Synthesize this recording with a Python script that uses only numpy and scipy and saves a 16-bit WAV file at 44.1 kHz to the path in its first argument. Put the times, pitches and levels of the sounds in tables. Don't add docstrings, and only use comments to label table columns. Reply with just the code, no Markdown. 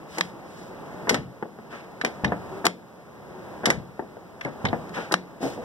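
import sys
import numpy as np
from scipy import signal
from scipy.fft import rfft, irfft, next_fast_len
from scipy.io import wavfile
from scipy.ndimage import map_coordinates

SR = 44100
rng = np.random.default_rng(int(sys.argv[2]) if len(sys.argv) > 2 else 0)


def digitize_waveform(pressure):
    field = np.atleast_2d(pressure).T
    bounded = np.clip(field, -1, 1)
    quanta = np.round(bounded * 32767).astype(np.int16)
    wavfile.write(sys.argv[1], SR, quanta)


N = 248724
TIME_S = np.arange(N) / SR


def door_shut(seal_lead_s=.022, striker_lag_s=.015, squeeze_lead_s=.017, boom_lag_s=.09):
    # first_s, first_db, second_s, second_db, second_air_db, cabin_db
    shuts = [(1.094, 6, 1.1445, 4, -10, -19), (3.657, 4, 3.703, 5, -4, -15)]
    track = np.zeros((2, N))
    for first_s, first_db, second_s, second_db, air_db, cabin_db in shuts:
        add(track, first_s - seal_lead_s, knock(1.6, boom_db=-13.5, edge_db=-.5, t60_s=.14, rattle_db=8.5))
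        add(track, first_s, click(first_db, bright_db=5, air_db=-.5, t60_s=.035, rattle_db=5.5, rise=.04))
        loose_parts = click(first_db - 11.5, bright_db=4, air_db=-1, t60_s=.23, rattle_db=18)
        add(track, first_s, loose_parts)
        striker = knock(6.8, boom_db=-12, edge_db=-2.5, t60_s=.14, rattle_db=.5)
        add(track, first_s + striker_lag_s, striker)
        add(track, second_s - squeeze_lead_s, knock(4, boom_db=-6, edge_db=-8, t60_s=.13, rattle_db=6))
        catch = click(second_db, bright_db=0, air_db=air_db, t60_s=.04, rattle_db=0, hollow_db=-12)
        add(track, second_s, catch)
        add(track, second_s, knock(1, boom_db=-9.5, edge_db=3.5, t60_s=.18, rattle_db=-.5))
        cabin = knock(cabin_db, boom_db=21.5, edge_db=-5, t60_s=.2, rattle_db=9)
        add(track, first_s + boom_lag_s, cabin)
    return track


def latch_release(pop_lead_s=.00756, squeak_lags_s=(.017, .034)):
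    # start_s, level_db, squeak_db, knock_back_s
    releases = [(2.2451, 7.5, -29.5, 2.3211), (4.6521, 3, -20, 4.7303)]
    track = np.zeros((2, N))
    for start_s, db, squeak_db, back_s in releases:
        add(track, start_s - pop_lead_s, knock(2.4, boom_db=6, edge_db=-12, t60_s=.18, rattle_db=4.5))
        add(track, start_s, click(db, bright_db=-5, air_db=-19.5, t60_s=.031, rattle_db=11, rise=.032))
        add(track, start_s, knock(db - 6, boom_db=-6, edge_db=-7, t60_s=.22, rattle_db=12))
        for lag_s in squeak_lags_s:
            squeak = click(squeak_db, bright_db=22, air_db=-30, t60_s=.028, rattle_db=5)
            add(track, start_s + lag_s, squeak)
        add(track, back_s, knock(6.5, boom_db=-15.5, edge_db=-3, t60_s=.086, rattle_db=.5))
    return track


def handle_slap(linkage_lead_s=.009, lever_lag_s=.00401, low_cut_hz=150):
    # slide_s, slide_db, slap_s, slap_db, bright_db, air_db
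    slaps = [(.183, -9, .21, 5.5, 3, -9), (2.6534, -1, 2.667, 8.5, -2.5, -5),
             (5.1215, -4, 5.141, 9, -1.5, -14)]
    # pitch_hz, relative_db, t60_s
    handle_modes = [(557, -15, 0.025), (835, -3.5, 0.015), (1207, 1.5, 0.015), (1470, 3, 0.0072),
                    (3120, 0.5, 0.0092)]
    # pitch_hz, relative_db, t60_s
    skin_modes = [(180.8, 27, 0.29), (229, -28, 0.22), (372, -21, 0.18)]
    low_cut = signal.butter(2, low_cut_hz, "high", fs=SR)
    track = np.zeros((2, N))
    for slide_s, slide_db, slap_s, db, bright_db, air_db in slaps:
        linkage = knock(slide_db + 5.5, boom_db=-17.5, edge_db=3.5, t60_s=.12, rattle_db=7)
        add(track, slide_s - linkage_lead_s, linkage)
        scrape = click(slide_db, bright_db=5.5, air_db=5, t60_s=.021, rattle_db=10, rise=.075)
        add(track, slide_s, scrape)
        lever = knock(slide_db + 8, boom_db=-23, edge_db=-7.5, t60_s=.094, rattle_db=1.5)
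        add(track, slide_s + lever_lag_s, lever)
        slap = click(db, bright_db, air_db, t60_s=.012, rattle_db=2, clang_db=bright_db - 4, hollow_db=-19)
        add(track, slap_s, slap)
        hum = amp(db - 5.5) * ring(handle_modes) + amp(db - 8.5) * ring(skin_modes)
        add(track[0], slap_s, signal.lfilter(*low_cut, hum))
    return track


def handle_pull(chatter_lag_s=.006, striker_tick_s=4.893, striker_tick_db=-26):
    # tick_s, tick_db, load_s, stop_s, stop_db
    pulls = [(2.0135, -1.5, 2.038, 2.049, 4.5), (4.411, -5.5, 4.452, 4.449, -11)]
    track = np.zeros((2, N))
    for tick_s, tick_db, load_s, stop_s, stop_db in pulls:
        tick = click(tick_db, bright_db=-4.5, air_db=-16, t60_s=.024, rattle_db=6, rise=.043, clang_db=0)
        add(track, tick_s, tick)
        add(track, load_s, knock(2.2, boom_db=-9.5, edge_db=-6.5, t60_s=.16, rattle_db=10))
        add(track, stop_s, click(stop_db, bright_db=-3, air_db=-9, t60_s=.019, rattle_db=-.5))
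        chatter = click(stop_db - 11, bright_db=.5, air_db=-10, t60_s=.11, rattle_db=5)
        add(track, stop_s + chatter_lag_s, chatter)
    add(track, striker_tick_s, click(striker_tick_db, bright_db=3, air_db=-2, t60_s=.018, rattle_db=11))
    return track


def lock(rebound_s=.03):
    # start_s, level_db, settle_s
    knocks = [(1.426, .9, 1.588), (3.994, 1.5, 4.169)]
    track = np.zeros((2, N))
    for start_s, db, settle_s in knocks:
        add(track, start_s, knock(db, boom_db=-14.5, edge_db=-4, t60_s=.034, rattle_db=4))
        add(track, start_s + rebound_s, knock(db - 10, boom_db=-15, edge_db=-16, t60_s=.06, rattle_db=0))
        add(track, settle_s, knock(db - 12.5, boom_db=-14, edge_db=-7, t60_s=.035, rattle_db=1))
    return track


def hand_bumps():
    # start_s, level_db, edge_db
    bumps = [(1.728, -10, 7), (4.969, .5, 3), (5.407, -2.5, -23), (5.43, 7, -12), (5.453, 4, -13),
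             (5.577, 0.5, -28)]
    track = np.zeros((2, N))
    for start_s, db, edge_db in bumps:
        add(track, start_s, knock(db, boom_db=-14, edge_db=edge_db, t60_s=.17, rattle_db=7))
    return track


def click(db, bright_db, air_db, t60_s, rattle_db, rise=.016, clang_db=-2, hollow_db=-16):
    # freq_hz, gain_db
    colour = [(100, -35), (500, -2.5), (900, -3.5), (1500, 0), (2100, 8), (2600, -4), (3600, -4.5),
              (5500, -4), (7500, -7.5), (10000, -12), (12500, -21), (16000, -24)]
    # pitch_hz, relative_db, t60_s
    steel_modes = [(1250, -11, 0.041), (1733, 7, 0.027), (2040, -50, .04), (2830, -9, 0.16),
                   (3210, 3.5, 0.12), (3977, 3.5, 0.084), (4830, -4, .06), (5700, 9, 0.074),
                   (5870, -5, 0.049), (7400, 12, 0.018), (9070, 15, 0.056)]
    body_db = .48 * (db - 5)
    accent = [(800, body_db), (1400, 0), (1750, 0), (2200, clang_db), (3800, bright_db), (9000, air_db)]
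    hit = blow(colour, accent, t60_s, rattle_db, rise)
    ringing = amp(-17) * ring(steel_modes, detune=.015)
    sound = resound(hit, ringing, hollow_db, scatter_t60_s=.011)
    return amp(db) * unit_in_band(sound, low_hz=900, high_hz=2500)


def knock(db, boom_db, edge_db, t60_s, rattle_db):
    # freq_hz, gain_db
    colour = [(20, -25), (45, -20.5), (80, -7.5), (130, 3.5), (220, 5.5), (400, -1.5), (800, -1.5),
              (1300, -10), (1800, -10.5), (2400, -27), (4000, -39.5), (9000, -53)]
    # pitch_hz, relative_db, t60_s
    panel_modes = [(60.8, 8, 0.31), (81.4, 7.5, 0.3), (98.2, 3, 0.32), (136.2, -0.5, 0.24),
                   (178.3, -1.5, 0.54), (237.6, 3.5, 0.13), (298.4, -3, 0.22), (340, -2.5, 0.12),
                   (404, -34, 0.19), (492.3, 6.5, 0.22), (570, 1, 0.16), (760, -5, 0.12), (940, -4, 0.13)]
    accent = [(140, boom_db), (350, 0), (750, 0), (1300, edge_db)]
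    rise = .012 * amp(rattle_db)
    hit = blow(colour, accent, t60_s, rattle_db, rise)
    ringing = amp(-19) * ring(panel_modes, detune=.0087)
    sound = resound(hit, ringing, hollow_db=-12.5, scatter_t60_s=.031)
    return amp(db) * unit_in_band(sound, low_hz=250, high_hz=900)


def blow(colour, accent, t60_s, rattle_db, rise, size=12000):
    t, hz = np.arange(size) / SR, np.fft.rfftfreq(size, 1 / SR)
    swell = (1 - np.exp(-t / (rise * t60_s))) * decay(t, t60_s)
    force = amp(rattle_db) * unit_energy(rng.standard_normal(size) * swell)
    force[0] = 1
    cepstrum = irfft(np.log(amp(along(colour, hz) + along(accent, hz))))
    cepstrum[1:size // 2] *= 2
    cepstrum[size // 2:] = 0
    return irfft(rfft(force) * np.exp(rfft(cepstrum)))


def ring(modes, detune=0., size=14000):
    t = np.arange(size) / SR
    hz, db, t60_s = np.transpose(modes)[:, :, None]
    strength = amp(db + 2.6 * rng.standard_normal(db.shape))
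    pitch_hz = hz * np.exp(detune * rng.standard_normal(hz.shape))
    return unit_energy(np.sum(strength * np.sin(2 * np.pi * pitch_hz * t) * decay(t, t60_s), axis=0))


def hollow(size=14000):
    # freq_hz, t60_s
    cavity = [(80, 1), (300, 0.49), (1000, 0.12), (3000, 0.27), (6000, 0.22), (14000, 0.12)]
    hz, t, spectra = signal.stft(rng.standard_normal((2, size)), SR, nperseg=256)
    _, tails = signal.istft(spectra * decay(t, along(cavity, hz)[:, None]), SR, nperseg=256)
    return np.array([unit_energy(tail[:size]) for tail in tails])


def resound(hit, ringing, hollow_db, scatter_t60_s):
    response = amp(hollow_db) * hollow()
    t = np.arange(response.shape[1]) / SR
    response[0] += ringing + (t == 0)
    response[1] += unit_energy(rng.standard_normal(len(t)) * decay(t, scatter_t60_s))
    return signal.fftconvolve(hit[None], response, axes=1)


def hinge():
    # start_s, end_s, pitch_hz, peak_db
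    groans = [(0.288, 0.41, 350, -49), (0.656, 0.77, 359, -44.5), (2.489, 2.63, 384.4, -34.5),
              (3.283, 3.43, 363, -41.5)]
    track = np.zeros((2, N))
    for start_s, end_s, pitch_hz, peak_db in groans:
        phase = 2 * np.pi * np.cumsum(pitch_hz * np.exp(.026 * wobble(60))) / SR
        swell = np.interp(TIME_S, [start_s, (start_s + end_s) / 2, end_s], [0, 1, 0]) ** .5
        track[0] += amp(peak_db) * swell * np.sin(phase)
    return track


def sleeve(fall_s=.17):
    # start_s, rise_s, peak_db, fizz_relative_db
    strokes = [(.07, 0.094, -44.5, -3.5), (.43, 0.15, -55.5, 1), (1.693, 0.027, -43, -14),
               (2.017, 0.034, -50, -6), (4.404, 0.027, -49.5, -14), (4.925, 0.04, -37, -13.5),
               (5.399, 0.031, -41, -1.5)]
    # freq_hz, gain_db
    rub_colour = [(100, -26), (700, 4), (1700, 6.5), (2500, 0.5), (3400, -4), (5500, -13.5), (8000, -24),
                  (16000, -64)]
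    # freq_hz, gain_db
    fizz_colour = [(1500, -14), (3000, 3), (5500, 3.5), (8000, -3.5), (12000, -12), (16000, -16)]
    rub, fizz = np.zeros((2, N))
    for start_s, rise_s, peak_db, fizz_db in strokes:
        stroke = amp(peak_db) * np.interp(TIME_S - start_s, [0, rise_s, rise_s + fall_s], [0, 1, 0])
        rub += stroke
        fizz += amp(fizz_db) * stroke
    grain = unit_rms(amp(.73 * wobble(320) + 1.75 * wobble(57)))
    return grain * (rub * noise(rub_colour) + fizz * noise(fizz_colour))


def street(murmur_gain_db=1, hiss_db=-67):
    # time_s, level_db
    contour = [(0.0, -44), (0.56, -44), (1.08, -39.5), (1.26, -48.5), (1.51, -48.5), (2.48, -40),
               (2.58, -38), (2.73, -50), (3.11, -47.5), (3.55, -40.5), (3.94, -48.5), (4.46, -47),
               (4.63, -40), (5.01, -40), (5.23, -46.5), (5.42, -46), (5.64, -38)]
    # freq_hz, gain_db
    murmur_colour = [(20, -49), (45, -16), (100, -9), (175, 0), (260, -4.5), (430, -3.5), (900, -6),
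                     (1300, -12), (1900, -18), (2400, -24), (3500, -29.5), (6000, -33.5), (9000, -41),
                     (16000, -44.5)]
    hiss_colour = [(500, 4), (5000, 4.5), (9000, -4), (13000, -.5), (16000, -14)]
    level_db = np.interp(TIME_S, *np.transpose(contour)) + murmur_gain_db + .45 * wobble(7.9)
    return amp(level_db) * noise(murmur_colour) + amp(hiss_db) * noise(hiss_colour)


def stereo_widening(sound, comb_hz=2190, skew=.27, plateau=.12, blur_hz=8700):
    # freq_hz, gain_db
    spread = [(30, 5), (70, 2.5), (140, -6.5), (300, -8.5), (500, -2.5), (800, -11), (1400, -19), (2100, 4),
              (3200, -11.5), (6000, -6), (12000, -4.5)]

    def phase_shifts(hz):
        turn = 2 * np.pi * np.maximum(np.minimum(hz, blur_hz - comb_hz / 4) / comb_hz - .5, 0)
        turn -= skew * np.sin(turn)
        turn -= plateau * np.sin(2 * turn) / 2
        return np.exp(1j * np.outer([1, -1], turn / 2))

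    direct, scattered = sound
    side = coloured(scattered, spread)
    return filtered(direct, phase_shifts) + [side, -side]


def amp(db):
    return 10 ** (np.asarray(db) / 20)


def decay(t, t60_s):
    return np.exp(-np.log(1000) * t / t60_s)


def unit_rms(x):
    return x / np.sqrt(np.mean(x ** 2) + 1e-20)


def unit_energy(x):
    return x / np.sqrt(np.sum(x ** 2) + 1e-20)


def unit_in_band(sound, low_hz, high_hz, size=32768):
    hz = np.fft.rfftfreq(size, 1 / SR)
    in_band = rfft(sound[0], size)[(hz > low_hz) & (hz < high_hz)]
    return sound / np.sqrt(2 / size * np.sum(np.abs(in_band) ** 2))


def along(points, hz):
    knots_hz, values = np.transpose(points)
    return np.interp(np.log(hz + 1), np.log(knots_hz), values)


def wobble(rate_hz):
    return map_coordinates(rng.standard_normal(int(N * rate_hz / SR) + 4), [TIME_S * rate_hz])


def filtered(x, response):
    size = next_fast_len(N + SR // 2)
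    return irfft(rfft(x, size) * response(np.fft.rfftfreq(size, 1 / SR)), size)[..., :N]


def coloured(x, colour):
    return filtered(x, lambda hz: amp(along(colour, hz)))


def noise(colour):
    return unit_rms(coloured(rng.standard_normal((2, N)), colour))


def add(track, start_s, sound):
    part = track[..., round(start_s * SR):][..., :sound.shape[-1]]
    part += sound[..., :part.shape[-1]]


def scene():
    # freq_hz, gain_db
    shade = [(100, -2), (300, -2), (600, -4.5), (1200, -1), (2100, 1.5), (4000, -4), (8000, -8.5),
             (14000, -6)]
    door = door_shut() + lock() + handle_pull() + latch_release() + handle_slap() + hand_bumps()
    left, right = stereo_widening(door + hinge())
    return np.array([left, coloured(right, shade)]) + stereo_widening(sleeve() + street())


def record(dry, ceiling=.98, top_hz=16300):
    rounded = dry / (1 + np.abs(dry / ceiling) ** 4) ** (1 / 4)
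    return filtered(rounded, lambda hz: hz < top_hz)


dry = scene()
out = record(dry)
digitize_waveform(out)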